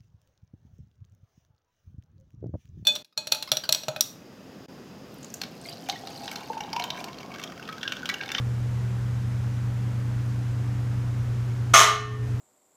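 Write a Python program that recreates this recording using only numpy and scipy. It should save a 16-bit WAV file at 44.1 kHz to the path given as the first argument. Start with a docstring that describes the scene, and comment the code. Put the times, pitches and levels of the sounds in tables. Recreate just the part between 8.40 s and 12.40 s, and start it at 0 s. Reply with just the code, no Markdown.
"""Barbell set down hard

A loaded barbell lands on a floor mat in a garage workshop, one end after the other. The loose iron
plates clash and rattle on the steel sleeves: bright cracks, then a ring that spreads into the room.
A motor hums steadily underneath, over a soft rush of air. An automatic gain control ducks at the
crash and lets the hum swell back about half a second later."""
import sys
import numpy as np
from scipy import signal
from scipy.fft import rfft, irfft
from scipy.io import wavfile
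from scipy.ndimage import uniform_filter1d, minimum_filter1d

SR = 44100
rng = np.random.default_rng(int(sys.argv[2]) if len(sys.argv) > 2 else 0)


def dump_mix(stems):
    """Bounce the given channels to the path in sys.argv[1] as a 16-bit WAV at rate SR."""
    frames = np.atleast_2d(stems).T  # one column per channel
    limited = np.clip(frames, -1, 1)  # hard clip at full scale
    pcm = np.round(limited * 32767).astype(np.int16)
    wavfile.write(sys.argv[1], SR, pcm)


N = 176400
T = np.arange(N) / SR

# Plates striking each other and the sleeves: start_s, ring_db, contact_db
PLATE_HITS = [(3.3365, -17, -13), (3.3392, 1, 2), (3.342, -8, -3), (3.349, -6, -10), (3.3582, -1, 0),
              (3.365, -7, -7), (3.373, -14, -4), (3.378, -12, 0), (3.385, -8, 0), (3.3935, 2, 1.5),
              (3.402, -8, 1), (3.408, -12, 1), (3.4125, 2.5, -1), (3.418, -7, 0), (3.433, -15, -1),
              (3.445, -11, -9), (3.452, -16, -7), (3.465, -5, -10), (3.484, -4, -13), (3.494, -5, -20),
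              (3.517, -24, -19), (3.543, -16, -21)]
# Ringing modes of the plates and bar: pitch_hz, level_db, t60_s
PLATE_MODES = [(424, -21.5, 1.05), (632, -16, .26), (665, -18, .28), (708, -22, .38), (813, -24, .33),
               (1054, -14, .26), (1082, -13, .22), (1097, -9.5, .55), (1145, -10, .24), (1172, -11, .2),
               (1195, -6, .3), (1207, -1.5, .29), (1222, -10, .2), (1302, -13, .26), (1443, -9, .22),
               (1748, -18, .36), (1808, -13.5, .68), (1982, -15, .22), (2078, -19, .28), (2160, -12, .3),
               (2610, -19, .22), (2954, -14, .24), (3111, -17, .35), (3255, -15, .27), (4048, -20, .3),
               (6240, -18, .22), (6570, -24, .25)]
# Tone colour of the crack, a mass of dense, short-lived modes: frequency_hz, level_db
CRACK_SPECTRUM = [(70, -40), (200, -24), (330, -15), (420, -10), (530, -12), (650, -4), (850, -6.5),
                  (1130, 2.5), (1550, -2), (2000, 0), (2450, -3.5), (3050, -2.5), (3800, -4.5),
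                  (4800, -8.5), (5600, -6.5), (6400, -3.5), (8000, -15), (10500, -16.5), (13500, -24),
                  (15000, -20.5)]
# Bright modes of the steel sleeves: pitch_hz, level_db
STEEL_MODES = [(3030, 0), (3400, -2), (5550, 0), (6228, 1), (6340, 0), (6720, -1), (7154, -4), (7628, -2),
               (8791, -6), (10686, -12), (12322, -11)]
# Reverb time of the garage: frequency_hz, t60_s
ROOM_DECAY = [(200, .42), (1000, .46), (3000, .43), (6000, .37), (10000, .26), (15000, .19)]
# Motor and mains tones: pitch_hz, start_level_db, slope_db_per_s, waver_share
HUM_TONES = [(59, -50, 1.5, 0.12), (79, -46.5, 0, .5), (93, -41, 0, .6), (110.3, -49.5, 2.5, 0.1),
             (120.1, -27, 0, 0.01), (191.5, -43.5, -2.5, 0.25), (219.8, -53, 0.5, 0.3), (237, -56, 0, 0.1),
             (286.5, -54.5, 1, 0.45), (375, -63.5, 0, .6), (478, -61, -1.5, 0.3), (5012, -78.5, 0, .5),
             (5125, -79, 2.5, .5)]
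# Tone colour of the moving air: frequency_hz, level_db
AIR_SPECTRUM = [(20, -17), (45, 1.5), (100, 3.5), (170, -1.5), (240, -4), (340, -9), (470, -10),
                (650, -13.5), (1500, -15), (2500, -21.5), (4200, -27.5), (6600, -28), (9500, -35),
                (15000, -40.5)]


def plate_contacts():
    """Hard iron-on-iron hits, with a dying chatter of small contacts between them."""
    start_s, _, contact_db = np.transpose(PLATE_HITS)
    rattle_start_s, rattle_fade_s, rattle_per_s, rattle_db = 3.345, .06, 450, -7
    age = T - rattle_start_s
    ticks = (rng.random(N) < rattle_per_s / SR) * rng.standard_normal(N)
    chatter = ticks * (age > 0) * np.exp(-abs(age) / rattle_fade_s)
    return clicks(start_s, from_db(contact_db)) + from_db(rattle_db) * chatter


def plate_cracks(contacts):
    """Each contact gives a short, bright crack that spreads into the room."""
    direct_db, room_db = 18.5, 21
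    burst = rng.standard_normal(SR) * fade(T[:SR], t60_s=.010)
    direct = signal.fftconvolve(contacts, burst / np.linalg.norm(burst))[:N]
    return colour(from_db(direct_db) * direct + from_db(room_db) * garage(contacts), CRACK_SPECTRUM)


def plate_ring():
    """Every hit feeds each iron mode and jolts its phase; in between, the modes die away and beat."""
    start_s, ring_db, _ = np.transpose(PLATE_HITS)
    gain_db, room_db, scatter_db, jolt_rad = -9.5, -9, 2, .45
    iron = 0
    for pitch_hz, level_db, t60_s in PLATE_MODES:
        scatter, jolt = rng.standard_normal((2, len(start_s)))
        blows = clicks(start_s, from_db(ring_db + level_db + scatter_db * scatter) ** 2)
        energy = signal.lfilter([1], [1, -fade(1 / SR, t60_s) ** 2], blows)
        phase = 2 * np.pi * (pitch_hz * T + rng.random()) + np.cumsum(clicks(start_s, jolt_rad * jolt))
        iron += np.sqrt(energy) * np.sin(phase)
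    return from_db(gain_db) * (iron + from_db(room_db) * garage(iron))


def sleeve_ring(contacts):
    """A short steel ping: each contact lands on a new spot, pushing each mode one way or the other."""
    gain_db, room_db = -22, -6
    steel = 0
    for pitch_hz, level_db in STEEL_MODES:
        pushes = contacts * rng.choice([-1, 1], N)
        steel += from_db(level_db) * resonator(pushes, pitch_hz, t60_s=.075)
    return from_db(gain_db) * (steel + from_db(room_db) * garage(steel))


def garage(x):
    """Diffuse reverb that blooms quickly and dies sooner in the treble."""
    t, build_s = T[:SR], .004
    edges_hz = np.geomspace(100, 18000, 16)
    white = rng.standard_normal((2, SR))
    tail = 0
    for k, (low, high) in enumerate(zip(edges_hz, edges_hz[1:])):
        bandpass = signal.butter(2, [low, high], "band", fs=SR, output="sos")
        t60_s = at_hz(ROOM_DECAY, np.sqrt(low * high))
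        tail += signal.sosfilt(bandpass, white[k % 2]) * fade(t, t60_s)
    tail *= 1 - np.exp(-t / build_s)
    return signal.fftconvolve(x, tail / np.linalg.norm(tail))[:N]


def motor_hum():
    """A bed of motor and mains tones, wavering in level and phase; some slowly swell or sink."""
    hum = 0
    for pitch_hz, start_level_db, slope_db_per_s, waver_share in HUM_TONES:
        amplitude = np.sqrt(2) * from_db(start_level_db + slope_db_per_s * T)
        waver = 1 + waver_share * (drift(rate_hz=2.07) + 1j * drift(rate_hz=2.67))
        tone = np.exp(2j * np.pi * (pitch_hz * T + rng.random()))
        hum += amplitude * np.real(waver * tone)
    return hum


def air_rush():
    """Air moving in the room makes a soft, dark wash of noise."""
    rush = colour(rng.standard_normal(N), AIR_SPECTRUM)
    return from_db(-41) * rush / np.sqrt(np.mean(rush ** 2))


def from_db(db):
    """Decibels to gain."""
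    return 10 ** (np.asarray(db) / 20)


def fade(t, t60_s):
    """Exponential decay, 60 dB down after t60_s."""
    return np.exp(-np.log(1000) * t / t60_s)


def clicks(times_s, gains):
    """One impulse per contact."""
    return np.bincount((times_s * SR).astype(int), gains, N)[:N]


def resonator(hits, pitch_hz, t60_s):
    """A unit impulse sets a sine of height 1 ringing."""
    decay, step_rad = fade(1 / SR, t60_s), 2 * np.pi * pitch_hz / SR
    feedback = [1, -2 * decay * np.cos(step_rad), decay ** 2]
    return signal.lfilter([0, np.sin(step_rad)], feedback, hits + 1e-18)


def at_hz(table, hz):
    """Read a table on a log-frequency axis."""
    frequency_hz, value = np.transpose(table)
    return np.interp(np.log(np.maximum(hz, 1)), np.log(frequency_hz), value)


def colour(x, spectrum):
    """Minimum-phase EQ: shapes the tone with no ringing ahead of an attack."""
    size = 2 * len(x)
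    gains = from_db(at_hz(spectrum, np.fft.rfftfreq(size, 1 / SR)))
    cepstrum = irfft(np.log(gains))
    cepstrum[1:size // 2] *= 2
    cepstrum[size // 2 + 1:] = 0
    return irfft(rfft(x, size) * np.exp(rfft(cepstrum)))[:len(x)]


def drift(rate_hz):
    """Slow random wander with a spread of about 1."""
    knots = rng.standard_normal(256)
    return np.interp(T * rate_hz, np.arange(len(knots)), knots)


def gain_control(x):
    """Ducks fast when the level passes the threshold, holds, then recovers at a steady rate."""
    threshold_db, sense_s = -11.5, .008
    attack_s, hold_s, release_db_per_s = .024, .17, 36
    power = uniform_filter1d(x ** 2, int(sense_s * SR))
    over_db = np.maximum(10 * np.log10(np.maximum(power, 1e-12)) - threshold_db, 0)
    half_hold = int(hold_s * SR) // 2
    held_db = -minimum_filter1d(-over_db, 2 * half_hold + 1, origin=half_hold)
    duck_db = np.maximum.accumulate(held_db + release_db_per_s * T) - release_db_per_s * T
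    smoothing = np.exp(-1 / (attack_s * SR))
    return x * from_db(-signal.lfilter([1 - smoothing], [1, -smoothing], duck_db))


def scene():
    """The barbell's crash over the hum of the workshop, in mono."""
    contacts = plate_contacts()
    bed = motor_hum() + air_rush()
    crash = plate_ring() + plate_cracks(contacts) + sleeve_ring(contacts)
    return (crash + bed)[None]


def record(dry):
    """Gain control, soft-clipped peaks and a steep treble cut."""
    ceiling, cutoff_hz = 1.1, 15400
    rounded = ceiling * np.tanh(gain_control(dry[0]) / ceiling)
    lowpass = signal.ellip(10, .2, 80, cutoff_hz, fs=SR, output="sos")
    return signal.sosfilt(lowpass, rounded)[None]


dry = scene()
out = record(dry)
dump_mix(out)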